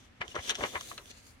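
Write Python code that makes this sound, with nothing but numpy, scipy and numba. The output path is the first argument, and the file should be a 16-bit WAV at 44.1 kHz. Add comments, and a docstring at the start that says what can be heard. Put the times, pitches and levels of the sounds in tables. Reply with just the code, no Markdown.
"""Indoors, stereo: a large sheet of paper is turned over, brought near a phone and laid on a block on a table.
A quiet room of filtered noise is there from the start, with fingers and paper sliding as a fine noise hiss.
Then damped low sines puff air at the microphones, and sinking noise bands bend the sheet in short crumples.
Creases snap as clicks inside crackle; pops, knocks, pings and a faint squeak are damped sines. The sheet's
resonances colour these and the bends. All the paper has short echoes."""
import sys
import numpy as np
from scipy import signal
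from scipy.fft import rfft, irfft
from scipy.io import wavfile
from scipy.ndimage import uniform_filter1d, map_coordinates
from numba import njit

SR = 44100
rng = np.random.default_rng(int(sys.argv[2]) if len(sys.argv) > 2 else 0)


def wav_record(signal):
    """Record a signal, one row per channel, as 16-bit PCM in the file named by sys.argv[1]."""
    frames = np.transpose(np.atleast_2d(signal))
    bounded = np.clip(frames, -1, 1)
    # unit amplitude maps onto the largest positive 16-bit level
    quanta = np.round(bounded * 32767).astype(np.int16)
    wavfile.write(sys.argv[1], SR, quanta)


def invert_db(x):
    """Field ratio 10**(x/20) for x, a level in decibels (scalar or array-like)."""
    u = np.asarray(x, float) / 20
    return 10 ** u


N = 61739  # samples, 1.4 s


def unit(x):
    """Scale to rms 1."""
    return x / np.sqrt(np.mean(x ** 2))


def curve(rows, column=1):
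    """A table column joined by straight lines over time."""
    return np.interp(np.arange(N) / SR, [r[0] for r in rows], [r[column] for r in rows])


def decay(t, t60_s):
    """Exponential fade that falls by 60 dB in t60_s."""
    return np.exp(-np.log(1000) * t / t60_s)


def highpass(x, hz, order):
    """Butterworth filter that removes what lies below hz."""
    return signal.sosfilt(signal.butter(order, hz, "high", fs=SR, output="sos"), x)


def colour(x, rows):
    """Causal minimum-phase filter with the given (f/Hz, level/dB) shape, from the folded cepstrum."""
    hz, db = np.array(rows, float).T
    grid_hz = np.arange(4097) * SR / 8192 + 1
    log_gain = np.interp(np.log(grid_hz), np.log(hz), db) * np.log(10) / 20
    cepstrum = irfft(log_gain)
    cepstrum[1:4096] *= 2
    cepstrum[4097:] = 0
    h = irfft(np.exp(rfft(cepstrum)))
    return signal.fftconvolve(x, h / np.sqrt(np.sum(h ** 2)))[:len(x)]


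@njit
def svf(x, hz, width):
    """State-variable band-pass whose centre moves; width is a share of the centre."""
    y, band, low = np.empty(len(x)), 0., 0.
    for i in range(len(x)):
        g = np.tan(np.pi * hz[i] / SR)
        v = (band + g * (x[i] - low)) / (1 + g * (g + width))
        band, low, y[i] = 2 * v - band, low + 2 * g * v, width * v
    return y


def grit(size, db):
    """Noise whose samples scatter in size, like many tiny slips."""
    scatter = np.minimum(rng.exponential(size=size), 4)
    return unit(rng.standard_normal(size) * invert_db(db * scatter))


def add(out, x, s):
    """Mix x into out from time s."""
    i = int(s * SR)
    out[..., i:i + x.shape[-1]] += x[..., :N - i]


def ring(rows):
    """Damped sines with a soft start, one a row."""
    out, t = np.zeros(N), np.arange(8000) / SR
    for s, db, hz, t60_ms in rows:
        soft_start = 1 - np.exp(-3 * min(hz, 500) * t)
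        add(out, invert_db(db) * np.sin(2 * np.pi * hz * t) * soft_start * decay(t, t60_ms / 1000), s)
    return out


# tone of the quiet room at the microphones: f/Hz, level/dB per Hz (relative)
ROOM_COLOUR = [(25, -1.5), (60, -4), (110, -3), (170, -14), (250, -5.5), (330, -18), (900, -22.5),
               (2000, -20.5), (3800, -30), (8000, -42), (12500, -50), (13500, -59)]


def room():
    """Coloured noise, nearly alike left and right in the bass and less related above."""
    mid, side = (colour(rng.standard_normal(N), ROOM_COLOUR) for _ in range(2))
    side = highpass(side, 430, 1)
    return invert_db(-58.5) * unit(np.array([mid + side, mid - side]))


# loudness of the sliding paper, before left and right are mixed: t/s, level/dB
SLIDE_LEVEL = [(0, -65), (.05, -66.5), (.1, -80), (.2, -77), (.26, -63), (.31, -53), (.34, -59), (.4, -55),
               (.45, -46), (.485, -42.5), (.5, -35.5), (.53, -61), (.6, -47), (.78, -50.5), (.91, -50),
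               (.95, -57), (1.04, -64.5), (1.08, -57.5), (1.112, -50), (1.118, -63.5), (1.18, -58),
               (1.22, -65.5), (1.28, -60), (1.33, -68), (1.37, -79.5)]
# drifting tone of the slide: t/s, lower band f/Hz, upper band f/Hz, treble level/dB (gain on the part above 8 kHz)
SLIDE_BANDS = [(.5, 3270, 5760, 1.5), (.7, 3320, 6060, 5.5), (.9, 4070, 6500, 10), (1.05, 3337, 5940, 12),
               (1.12, 4080, 6100, 1.5), (1.3, 4650, 6570, 12)]
# steady tone of the slide: f/Hz, level/dB per Hz (relative)
SLIDE_COLOUR = [(200, -3), (500, -1), (900, -9), (1700, -5), (3000, -1), (5000, -2), (8000, -10.5),
                (11000, -15.5), (14500, -23.5)]


def flicker():
    """Slow random wander of rms 1, from noise smoothed twice over 400 samples."""
    smooth = uniform_filter1d(rng.standard_normal(N), size=400)
    return unit(uniform_filter1d(smooth, size=400))


def slide():
    """Friction as fine gritty hiss with two drifting bands, each flickering a little."""
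    slips = grit(N, 2.25)
    hiss = unit(colour(slips, SLIDE_COLOUR))
    treble = highpass(hiss, 8000, 2)
    hiss = hiss + (invert_db(curve(SLIDE_BANDS, 3)) - 1) * treble
    for column in (1, 2):
        hz = curve(SLIDE_BANDS, column)
        band = svf(svf(slips, hz, .3), hz, .4)
        hiss = hiss + invert_db(-8.5 + 2 * flicker()) * unit(band)
    return unit(hiss) * invert_db(curve(SLIDE_LEVEL) + 1.8 * flicker())


def slide_pair():
    """Hiss at left and right: one shared slide under two unrelated ones."""
    return 0.43 * slide() + 1.184 * np.array([slide(), slide()])


# air and soft thumps at the microphones, before fade and left-right balance:
# t/s, level/dB (sine peak), f/Hz, ring t60/ms
PUFFS = [(.205, -26.5, 129, 17), (.214, -49.5, 54, 210), (.285, -41, 89.5, 46), (.385, -29, 77, 54),
         (.48, -48, 61, 120), (.595, -33, 62, 78), (.63, -43, 104.3, 160), (.75, -39, 77, 117),
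         (1.16, -50, 52, 130)]


def puffs():
    """The moving sheet pushes air at the microphones: low damped sines."""
    return ring(PUFFS)


# bends of the sheet, before its resonances and left-right balance:
# t/s (loudest), level/dB, f/Hz (nominal pitch at that time), rise/ms, fall/ms (to 1/e)
BENDS = [(0.209, -51, 4140, 0.9, 5.5), (0.216, -36.5, 2290, 3.6, 7.9), (0.233, -53, 1320, 7.4, 46),
         (0.347, -43.5, 1190, 1.6, 3.8), (0.3546, -39, 1710, .8, 8.6), (.376, -41.5, 1300, 4.1, 8.3),
         (.388, -43.5, 2200, 1.2, 11.3), (.5, -45, 2530, 11.6, 32), (.517, -45.5, 1170, 8.4, 11),
         (.595, -43.5, 835, 11.4, 8.8), (0.6081, -38, 1570, 1.3, 7.4), (.628, -39.5, 706, 20, 15),
         (0.64, -34.5, 2660, 5.8, 4.8), (.648, -37.5, 1420, 2.5, 16.6), (.747, -44.5, 1030, 11, 5.7),
         (.756, -38, 1940, 3.2, 17), (0.916, -43.5, 1790, 0.7, 2.6), (0.928, -54.5, 776, 2.8, 15),
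         (0.982, -56.5, 1580, 5.9, 14), (0.996, -61.5, 1200, 0.93, 59)]


def bends():
    """Each bend is gritty noise in a band whose pitch holds while it swells and sags as it fades."""
    sag_oct_s, width, grit_db, skirt_db = 19, 1.26, 3, 8.5  # octaves per s, width / pitch, dB, dB
    spread = 1  # share of the upper part that differs left and right, the sheet being wide
    t = np.arange(-2500, 4000) / SR
    layers = np.zeros((3, N))  # shared, left, right
    for s, db, hz, rise_ms, fall_ms in BENDS:
        f = np.clip(hz * 2 ** (-sag_oct_s * t), hz / 2, hz * 0.94)
        shape = np.exp(np.where(t < 0, 1000 * t / rise_ms, -1000 * t / fall_ms))
        for layer in layers:
            x = svf(grit(len(t), grit_db), f / 2, 2.22)
            core = svf(svf(svf(x, f, width), f, 2 * width), f / 2, 2.0)
            skirt = svf(svf(x, f / 3, 1.57), f / 2, 17.0)  # duller part
            body = shape * (unit(core) + invert_db(skirt_db) * unit(skirt))
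            add(layer, invert_db(db) * unit(body) * np.sqrt(np.mean(shape ** 2)), s + t[0])
    return layers[0] + spread * highpass(layers[1:], 700, 2)


# resonances of the sheet: f/Hz, width/Hz, level/dB (before 1 dB of gain on them all)
SHEET = [(432, 133, -2.5), (600, 15, 5.5), (1150, 400, -5), (1500, 540, -16.5), (2115, 360, 4),
         (2990, 410, 2)]


def sheet(paper):
    """The sheet rings along: parallel band-pass resonances added to the direct sound."""
    rings = np.zeros_like(paper)
    for side, x in enumerate(paper):
        for hz, width_hz, db in SHEET:
            rings[side] += invert_db(db) * svf(x, np.full(N, 1. * hz), width_hz / hz)
    return paper + invert_db(1) * rings


# creases snapping: t/s, crackle level/dB (before panning), crackle t60/ms, left minus right level/dB
SNAPS = [(0.2804, -45, 2.3, -10.5), (0.354, -42.5, 93, 1), (0.4949, -27.5, 30, 4), (0.5021, -30.5, 22, 4.5),
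         (0.5077, -29.5, 40, 5.5), (0.5471, -39.5, 10, -2), (0.5537, -32, 16, 3), (.559, -38.5, 20, 5),
         (0.8099, -35.5, 8.2, 2), (0.9788, -41.5, 37, 0), (1.058, -47, 7.6, -5), (1.1145, -44.5, 6.8, -2)]
# tone of click and crackle: f/Hz, level/dB per Hz (relative)
SNAP_COLOUR = [(410, -47), (700, -4.5), (1060, -43), (1390, -2.5), (2250, -5), (3110, 7.5), (5220, -10),
               (5940, 2), (8110, -14.5), (9230, -11.5), (10200, -32), (11200, -17), (15500, -43)]


def snaps():
    """A click inside a crackle that swells fast and dies, partly different left and right."""
    rise_ms, click_db, own_share = 1, 10, 1  # swell, click peak over crackle, left-right difference
    out, t = np.zeros((2, N)), np.arange(-200, 3000) / SR
    click = colour(1. * (t == 0), SNAP_COLOUR)
    click = invert_db(click_db) * click / np.abs(click).max()
    for s, db, t60_ms, pan_db in SNAPS:
        fade = np.where(t < 0, np.exp(1000 * t / rise_ms), decay(t, t60_ms / 1000))
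        tails = np.array([unit(colour(grit(len(t), 4.6) * fade, SNAP_COLOUR)) for _ in range(3)])
        crackle = unit(tails[0] + own_share * tails[1:]) * np.sqrt(np.mean(fade ** 2))
        pan = invert_db(np.array([[pan_db], [-pan_db]]) / 2)
        add(out, invert_db(db) * (click + crackle) * pan, s + t[0])
    return out


# short pops, knocks, pings and a faint squeak, before fade, sheet resonances and left-right balance:
# t/s, level/dB (sine peak), f/Hz, ring t60/ms
POPS = [(.3638, -15.5, 1306, 7.9), (.3645, -24.5, 397, 12.2), (.4965, -20.5, 1520, 10.6),
        (.5074, -15, 3700, 6.8), (.6075, -33, 620, 22), (.6375, -20, 450, 10.4), (.6378, -24.5, 1180, 11),
        (.7545, -29, 2370, 9.1), (.7565, -24, 1094, 12), (.7645, -21.5, 1110, 10.5), (.7765, -30, 1010, 12),
        (.81, -32.5, 1170, 9.3), (.9138, -31.5, 1150, 22.7), (.9775, -33, 4120, 16), (.98, -42, 1304, 29),
        (.984, -35, 2670, 8.9), (.314, -49, 2890, 60)]


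def pops():
    """Short pops, knocks, pings and a faint squeak of the paper: damped sines that start downwards."""
    return -ring(POPS)


def echoes(paper):
    """Short table echoes: a decaying noise tail without bass, different left and right."""
    t = np.arange(6000) / SR
    tail = highpass(rng.standard_normal((2, len(t))), 500, 1) * decay(t, 0.092)
    tail = tail / np.sqrt(np.sum(tail ** 2) / 2)
    return invert_db(-8) * signal.fftconvolve(paper, tail, axes=1)[:, :N]


# time by which the left microphone leads the right: t/s, lead/ms
LEAD = [(0, .4), (.3, .2), (.95, .2), (1.05, -.2)]


def scene():
    """Paper a little louder at the left microphone, with echoes, air puffs and the room."""
    left_db = 2  # left over right
    balance = invert_db(np.array([[left_db], [-left_db]]) / 2)
    paper = sheet(bends() + pops()) * balance + snaps() + slide_pair() * balance
    delayed = np.arange(N) - curve(LEAD) * SR / 1000
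    paper[1] = map_coordinates(paper[1], [delayed], mode="nearest")
    return paper + echoes(paper) + puffs() * balance + room()


def roll_off(x):
    """The treble ends steeply here."""
    return signal.sosfilt(signal.butter(12, 15710, fs=SR, output="sos"), x)


def record(dry):
    """The phone cuts the deepest bass, below 35 Hz."""
    mix = highpass(dry, 35, 2)
    return roll_off(mix)


dry = scene()
out = record(dry)
wav_record(out)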